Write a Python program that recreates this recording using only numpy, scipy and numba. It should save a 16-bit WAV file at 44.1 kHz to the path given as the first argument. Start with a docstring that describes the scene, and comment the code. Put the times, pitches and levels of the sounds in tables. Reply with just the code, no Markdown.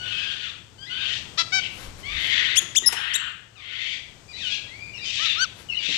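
"""A thin whine breaks into hoarse, hissing screams: a capuchin monkey close by, behind a wire fence.
Short barks, high squeaks and a yelp come between. Its vocal folds slap chaotically in the screams
and vibrate at a gliding pitch in the other calls; throat and mouth colour the sound.
It scuffles at the fence. Shelters and trees echo it over an outdoor hush and a faint hum."""
import sys
import numpy as np
from scipy import signal
from scipy.fft import rfft, irfft, next_fast_len
from scipy.io import wavfile
from scipy.ndimage import uniform_filter1d
from numba import njit

SR = 44100
rng = np.random.default_rng(int(sys.argv[2]) if len(sys.argv) > 2 else 0)


def int16_out(signal):
    """Quantize to a 16-bit WAV file."""
    q = np.round(np.clip(np.atleast_2d(signal).T, -1, 1) * 32767)
    wavfile.write(sys.argv[1], SR, q.astype(np.int16))


N = 263629
T = np.arange(N) / SR
TOP_HZ = 14600
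WAVER_PER_S = 50  # trembling of the strained throat

# open throat of barks and yelp: f/Hz, gain/dB
OPEN_THROAT = [(700, -15), (1250, 2), (1600, -.5), (2300, 0), (2750, -7), (3700, 1), (5700, 0), (8000, -19),
               (11000, -38)]


def undb(db):
    return 10 ** (np.asarray(db) / 20)


def unit(x):
    """Scale to rms 1."""
    return x / np.sqrt(np.mean(x ** 2))


def shape(x, colour):
    """Filter by a colour table: f/Hz, gain/dB."""
    size = next_fast_len(len(x) + 2048)
    bins_hz = np.maximum(np.fft.rfftfreq(size, 1 / SR), 1)
    points_hz, points_db = np.transpose(colour)
    gain = undb(np.interp(np.log(bins_hz), np.log(points_hz), points_db))
    return irfft(rfft(x, size) * gain, size)[:len(x)]


def noise(colour):
    return unit(shape(rng.standard_normal(N), colour))


def wander(per_s, t=T):
    """Random curve through per_s values a second; spread near 1."""
    values = rng.standard_normal(len(t) // 10 + 2)
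    return np.interp((t - t[0]) * per_s, np.arange(len(values)), values)


def jumps(per_s, t):
    """Random held value that jumps about per_s times a second."""
    held = np.cumsum(rng.random(len(t)) < per_s / SR)
    return rng.standard_normal(len(t) + 1)[held]


def arch(t, start, turn, end, curve):
    """0 at the turn, 1 at both ends; curve 1 is pointed, 2 parabolic."""
    return np.interp(t, [start, turn, end], [1, 0, 1]) ** curve


@njit
def resonate(x, hz, width_hz):
    """State-variable band-pass with a moving centre."""
    y = np.empty(len(x))
    band_state, low_state = 0., 0.
    for i in range(len(x)):
        g, damping = np.tan(np.pi * hz[i] / SR), width_hz / hz[i]
        band = (band_state + g * (x[i] - low_state)) / (1 + g * (g + damping))
        band_state = 2 * band - band_state
        low_state += 2 * g * band
        y[i] = damping * band
    return y


def background(hum_hz=108, hum_db=-60):
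    """Open-air hush, a wavering far hum, and wind and handling rumble at the microphone."""
    # spectra: f/Hz, gain/dB
    hush_colour = [(25, -10), (90, 5.5), (250, -3.5), (2500, -14), (8000, -15.5), (10000, -33)]
    rumble_colour = [(70, -17.5), (600, -65)]
    # the phone's gain ducks the hush and lets it recover: t/s, gain/dB
    recorder_gain_db = [(0, 6), (.7, -1.5), (1.2, 6.5), (2.6, 6), (3.5, -4.5), (4.4, 3), (5.9, 3)]
    # t/s, level/dB
    rumble_swell = [(1.65, -79), (1.8, -52.5), (2.18, -44.5), (2.3, -73)]
    hush_db = -55 + np.interp(T, *np.transpose(recorder_gain_db))
    hush = noise(hush_colour) * undb(hush_db + .5 * wander(1.3))
    hum_phase = 2 * np.pi * np.cumsum(hum_hz + 2 * wander(28)) / SR
    hum = np.sin(hum_phase) * undb(hum_db + 2 * wander(8.2))
    rumble = noise(rumble_colour) * undb(np.interp(T, *np.transpose(rumble_swell)) + 2 * wander(22))
    return hush + hum + rumble


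def pitched_calls(rows, throat, *, ends_db, db_per_octave, attack_s, release_s, jitter, jitter_per_s,
                  crack, doubling, rasp, mouth_db, tremor_db=5, soft_hz=9000):
    """Vibrating folds glide in pitch, loudest at the turn, and grow rougher through each call."""
    out = np.zeros(N)
    harmonic = np.arange(1, 19)[:, None]
    lag_rad = harmonic ** 2 / (2 * np.pi)  # gives each pulse a short ring
    mouth_octaves = .54
    for start, turn, end, start_hz, turn_hz, end_hz, db, roughness, mouth_hz in rows:
        span = (T >= start) & (T <= end)
        t = T[span]
        away = arch(t, start, turn, end, curve=1.7)
        octaves = np.log2(np.where(t < turn, start_hz, end_hz) / turn_hz) * away
        hz = turn_hz * 2 ** octaves
        drop_db = ends_db * away + db_per_octave * np.abs(octaves)
        rough = roughness * np.interp(t, [start, end], [.12, 1]) ** .8
        waver = wander(jitter_per_s, t) + .5 * wander(69.9, t)
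        detune = rough * (jitter * waver + crack * jumps(70, t))  # the strained voice shakes and cracks
        phase = 2 * np.pi * np.cumsum(hz * (1 + detune)) / SR
        partial_hz = harmonic * hz
        boost_db = mouth_db * np.exp(-(np.log2(partial_hz / mouth_hz) / mouth_octaves) ** 2)
        # folds close more gently in soft parts, so treble fades first
        strength = undb(boost_db - drop_db * partial_hz / soft_hz) * (partial_hz < TOP_HZ)
        folds = (strength * np.cos(harmonic * phase - lag_rad)).sum(0)
        folds /= np.sqrt((strength ** 2).sum(0) / 2)
        alternate_cycles = 1 + doubling * rough * (1 - away) * np.cos(phase / 2)
        breath = rasp * rough * rng.standard_normal(len(t))
        voice = shape(folds * alternate_cycles + breath, throat)
        voice /= np.sqrt(uniform_filter1d(voice ** 2, size=440))
        ramp = np.clip(np.minimum((t - start) / attack_s, (end - t) / release_s), 0, 1)
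        level_db = db - drop_db + tremor_db * rough * wander(110, t)
        out[span] += voice * undb(level_db) * np.sin(np.pi / 2 * ramp) ** 2
    return out


def whines():
    """Thin, strained tones in and around the screams."""
    # start/s, turn/s, end/s, start/Hz, turn/Hz, end/Hz, level/dB, roughness/0-1, mouth/Hz
    glides = [ (-.03, .01, .13, 1550, 1459, 1417, -36.5, 0.59, 1900),
              (.11, .23, .42, 1498, 1668, 1460, -37, 0.78, 2300),
              (.41, .44, .5, 1510, 1470, 1100, -40.5, 0.3, 1410),
              (.12, .16, .25, 2640, 2595, 2596, -34.5, 0.16, 2620),
              (.78, .85, .87, 1490, 1640, 1900, -43, 0.22, 4930),
              (.86, .885, .9, 1860, 2050, 2030, -41, 0.26, 2100),
              (.892, .92, 1.16, 1432, 1480, 1935, -36.5, 0.87, 1970),
              (2.03, 2.085, 2.16, 986, 1163, 1420, -34.5, 0.57, 1920),
              (2.83, 2.84, 2.875, 1866, 1900, 2070, -34.5, 0.58, 1890),
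              (3.55, 3.60, 3.65, 1503, 1180, 1117, -47, 0.8, 1620),
              (3.615, 3.73, 3.79, 702, 721, 796, -45, 0.84, 1800),
              (4.28, 4.305, 4.342, 2355, 2450, 1850, -46, 0.27, 4730),
              (4.33, 4.345, 4.4, 1850, 1977, 2330, -41, 0.68, 4270),
              (4.405, 4.47, 4.5, 2030, 1446, 1507, -32, 0.25, 3100),
              (4.495, 4.525, 4.59, 794.6, 837, 802, -32, 0.31, 3900),
              (4.68, 4.845, 4.96, 1890, 2398, 2374, -41.5, 0.33, 2400),
              (4.935, 4.968, 4.985, 2940, 2690, 2520, -37.5, 0.4, 5500),
              (4.968, 4.99, 5.02, 2600, 1936, 1950, -44, 0.63, 4210),
              (5.01, 5.04, 5.07, 2450, 2411, 2400, -36.5, 0.64, 4700),
              (5.05, 5.065, 5.12, 3106, 3000, 2760, -31.5, 0.72, 5500),
              (5.686, 5.704, 5.742, 3024, 2856, 2440, -30, 0.35, 3000),
              (5.715, 5.755, 5.8, 2180, 2046, 2220, -42.5, 0.77, 4100),
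              (5.746, 5.76, 5.81, 2860, 2974, 2740, -29, 0.25, 2970),
              (5.777, 5.795, 5.86, 2530, 2386, 2190, -40.5, 0.43, 4550)]
    # f/Hz, gain/dB
    throat = [(800, -26), (1150, -13), (1550, -9), (2900, 2), (4000, -6), (4900, -13), (6000, -21),
              (9000, -44)]
    return pitched_calls(glides, throat, ends_db=9.7, db_per_octave=1.4, attack_s=.0036, release_s=.0029,
                         jitter=.085, jitter_per_s=600, crack=.045, doubling=.5, rasp=.6,
                         mouth_db=7, soft_hz=20000)


def resonance_centres(rows, octaves_per_db=.018):
    """Low and upper throat resonance in Hz; the low one follows the hiss as the mouth opens."""
    points = []
    for start, _, end, _, low_hz, _, upper_hz, start_hiss_db, end_hiss_db in rows:
        rise = 2 ** (octaves_per_db * (end_hiss_db - start_hiss_db) / 2)
        points += [(start, low_hz / rise, upper_hz), (end, low_hz * rise, upper_hz)]
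    times, low, upper = np.transpose(sorted(points))
    return np.interp(T, times, low), np.interp(T, times, upper)


def throat_ring(x, hz, width_hz):
    """Steep throat resonance whose centre trembles with strain."""
    centre_hz = hz * np.exp(.06 * wander(WAVER_PER_S))
    return unit(resonate(resonate(x, centre_hz, width_hz), centre_hz, width_hz))


def screams(fold_hz=1100, chaos=.35, air=.11, swell_db_per_s=53.5, sag_db=7, fade_s=.02):
    """Folds slap at chaotic intervals and, with rushing air, excite the throat's resonances."""
    # start/s, peak/s, end/s, level/dB, low ring/Hz, low ring/dB, upper ring/Hz, start hiss/dB, end hiss/dB
    cries = [ (0.05, 0.173, 0.34, -35.5, 1592, -9.5, 3250, -14.5, -11.5),
             (0.365, 0.427, 0.53, -39.5, 1760, -8.5, 3470, -13, -12.5),
             (0.90, 1.091, 1.185, -34.5, 1660, -11.5, 3220, -26, -4.5),
             (1.577, 1.667, 1.68, -37, 2253, -6.5, 3070, -17, -13),
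             (2.10, 2.382, 2.567, -28, 1917, -2, 3440, -12, -14.5),
             (2.917, 3.045, 3.304, -35, 1757, -0.5, 3063, -27.5, -31),
             (3.63, 3.89, 3.974, -36, 2078, -3, 3315, -19.5, -8.5),
             (4.379, 4.53, 4.58, -39, 2540, -3, 3600, -3.5, -6),
             (5.057, 5.31, 5.37, -29.5, 1810, -16, 3510, -0.5, -16.5),
             (5.825, 5.967, 6.64, -30, 1830, -14, 3616, -8.5, -12.5)]
    # throat colours: f/Hz, gain/dB
    body_colour = [(900, -65.5), (2000, -3.5), (2500, 9), (3500, 4), (4500, -5), (8000, -99)]
    hiss_colour = [(2500, -21), (4600, 5), (6800, -1), (8000, -10), (11000, -38)]
    cycles = np.cumsum(fold_hz * np.exp(chaos * wander(fold_hz))) / SR
    slaps = np.diff(np.floor(cycles), prepend=0)
    source = unit(slaps - slaps.mean()) + air * rng.standard_normal(N)
    spurts_db = 2.4 * np.minimum(wander(330), 1)
    source *= undb(spurts_db + wander(WAVER_PER_S))
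    low_hz, upper_hz = resonance_centres(cries)
    low_ring = throat_ring(source, low_hz, width_hz=580.)
    upper_ring = throat_ring(source, upper_hz, width_hz=650.)
    body = undb(.5) * unit(shape(source, body_colour)) + undb(-4) * upper_ring
    hiss = unit(shape(source, hiss_colour))
    out = np.zeros(N)
    for start, peak, end, db, _, ring_db, _, start_hiss_db, end_hiss_db in cries:
        span = (T > start - .1) & (T < end + .1)
        t = T[span]
        ends_db = np.where(t < peak, swell_db_per_s * (peak - start), sag_db)
        drop_db = ends_db * arch(t, start, peak, end, curve=2)
        gate = np.exp(-np.abs(t - np.clip(t, start, end)) / fade_s)
        opening = undb(np.interp(t, [start, end], [start_hiss_db, end_hiss_db]))
        voice = body[span] + undb(ring_db) * low_ring[span] + opening * hiss[span]
        out[span] += undb(db - drop_db) * gate * voice
    return out


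def barks():
    """Short, low calls through an open throat."""
    # start/s, turn/s, end/s, start/Hz, turn/Hz, end/Hz, level/dB, roughness/0-1, mouth/Hz
    glides = [ (1.371, 1.399, 1.431, 546, 697, 664, -20, 0.67, 3330),
              (1.517, 1.555, 1.606, 731, 767.8, 740, -20.5, 0.09, 2180),
              (5.183, 5.24, 5.28, 516, 682, 604, -31, 0.36, 1880)]
    return pitched_calls(glides, OPEN_THROAT, ends_db=7, db_per_octave=0, attack_s=.012, release_s=.011,
                         jitter=.075, jitter_per_s=900, crack=.03, doubling=.9, rasp=.45,
                         mouth_db=8, tremor_db=3, soft_hz=4000)


def blow(at_s, decay_s, attack_s=.002):
    """Impact envelope peaking at at_s."""
    return np.exp(-np.maximum((at_s - T) / attack_s, (T - at_s) / decay_s))


def scuffles(bump_width_hz=75.):
    """Hands and feet work at fence and ground: soft rustles, gritty scuffs, dull bumps."""
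    # t/s, level/dB, half length/s
    rustles = [(1.81, -45, 0.075), (2, -49, 0.021), (2.25, -47, 0.075), (5.6, -50.5, 0.04)]
    # t/s, level/dB, decay/s
    scuffs = [(2.619, -37.5, 0.013), (2.821, -42.5, 0.008), (2.891, -38, 0.016), (2.925, -25.5, 0.0102)]
    # t/s, level/dB, resonance/Hz
    bumps = [(2.622, -47, 340), (2.826, -45, 360), (2.928, -42, 400), (2.932, -37, 880), (5.889, -37, 200)]
    # spectra: f/Hz, gain/dB
    rustle_colour = [(3500, 6), (8000, -6), (11000, 0), (14000, -12)]
    scrape_colour = [(200, -29), (1150, 16.5), (3200, 7.5), (4300, 6), (10500, 4), (14000, -5)]
    scrape = noise(scrape_colour) * undb(3 * wander(600))
    swells = sum(undb(db) * np.exp(-((T - at_s) / half_s) ** 2) for at_s, db, half_s in rustles)
    out = noise(rustle_colour) * undb(wander(160)) * swells
    for at_s, db, decay_s in scuffs:
        out += undb(db) * blow(at_s, decay_s) * scrape
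    for at_s, db, hz in bumps:
        thud = unit(resonate(rng.standard_normal(N), np.full(N, float(hz)), bump_width_hz))
        out += undb(db) * blow(at_s, decay_s=.017) * thud
    return out


def squeaks():
    """High, dry chirps: the pitch shoots up and turns."""
    # start/s, turn/s, end/s, start/Hz, turn/Hz, end/Hz, level/dB, roughness/0-1, mouth/Hz
    glides = [ (2.555, 2.584, 2.596, 1890, 3432, 3300, -14.5, 0.11, 7800),
              (2.748, 2.775, 2.791, 1425, 3620, 2880, -14.5, 0.07, 6940),
              (2.860, 2.879, 2.889, 4990, 5440, 4867, -13, 0.01, 10900),
              (3.134, 3.156, 3.168, 2253, 3787, 3420, -20.5, 0.15, 7450)]
    # f/Hz, gain/dB
    throat = [(1200, -1), (3300, 2), (7000, -8), (10600, -13.5), (13000, -18)]
    return pitched_calls(glides, throat, ends_db=3, db_per_octave=14.2, attack_s=.0023, release_s=.0035,
                         jitter=.17, jitter_per_s=1600, crack=0, doubling=.54, rasp=.5,
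                         mouth_db=11, tremor_db=11)


def yelp():
    """One clear, open-throated call that rises and drops back."""
    # start/s, turn/s, end/s, start/Hz, turn/Hz, end/Hz, level/dB, roughness/0-1, mouth/Hz
    glide = [(5.345, 5.434, 5.464, 1045, 1544, 1025, -19.5, 0.11, 2100)]
    return pitched_calls(glide, OPEN_THROAT, ends_db=22, db_per_octave=18, attack_s=.005, release_s=.005,
                         jitter=.12, jitter_per_s=1200, crack=.03, doubling=.35, rasp=1.2, mouth_db=7)


def echo(x, t60_s=.57, build_s=.0012, early_s=.0073, leaf_db_per_s=90):
    """Ground and post reflect at once; shelters and trees scatter a tail whose treble dies first."""
    # f/Hz, gain/dB
    colour = [(200, 8.5), (3000, 10.5), (7000, 11), (14000, -0.5)]
    t = T[:SR]
    tail = rng.standard_normal(SR) * undb(-60 * t / t60_s) * (1 - np.exp(-t / build_s))
    dull = uniform_filter1d(tail, size=3)
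    tail = dull + (tail - dull) * undb(-leaf_db_per_s * t)
    early = rng.standard_normal(SR) * np.exp(-t / early_s) * (t > .002)
    response = undb(-13) * tail / np.linalg.norm(tail) + undb(-17) * early / np.linalg.norm(early)
    return signal.fftconvolve(x, shape(response, colour))[:N]


def scene(lag_samples=10):
    """Direct sound reaches the left microphone first; echo and part of the background differ by side."""
    commotion = screams() + scuffles() + whines()
    squeaking, barking, yelping = squeaks(), barks(), yelp()
    direct = commotion + barking + yelping + squeaking
    # barks, yelp and squeaks are thrown forwards, so less of them returns
    scattered = commotion + undb(-10) * barking + undb(-21) * yelping + undb(-11) * squeaking
    shared = background()
    channels = []
    for lag in (0, lag_samples):
        delayed = np.pad(direct, (lag, 0))[:N]
        channels.append(delayed + echo(scattered) + .79 * (shared + background()))
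    return np.array(channels)


def record(dry, gain_db=5):
    """Hand-held phone: the right microphone port is muffled; both sides are cut above TOP_HZ."""
    # f/Hz, gain/dB
    right_port = [(80, -3.5), (500, -12), (1300, -20.5), (8000, -28.5)]
    channels = undb(gain_db) * np.array([dry[0], shape(dry[1], right_port)])
    top_cut = signal.ellip(8, .2, 80, TOP_HZ, fs=SR, output="sos")
    return signal.sosfilt(top_cut, channels)


dry = scene()
out = record(dry)
int16_out(out)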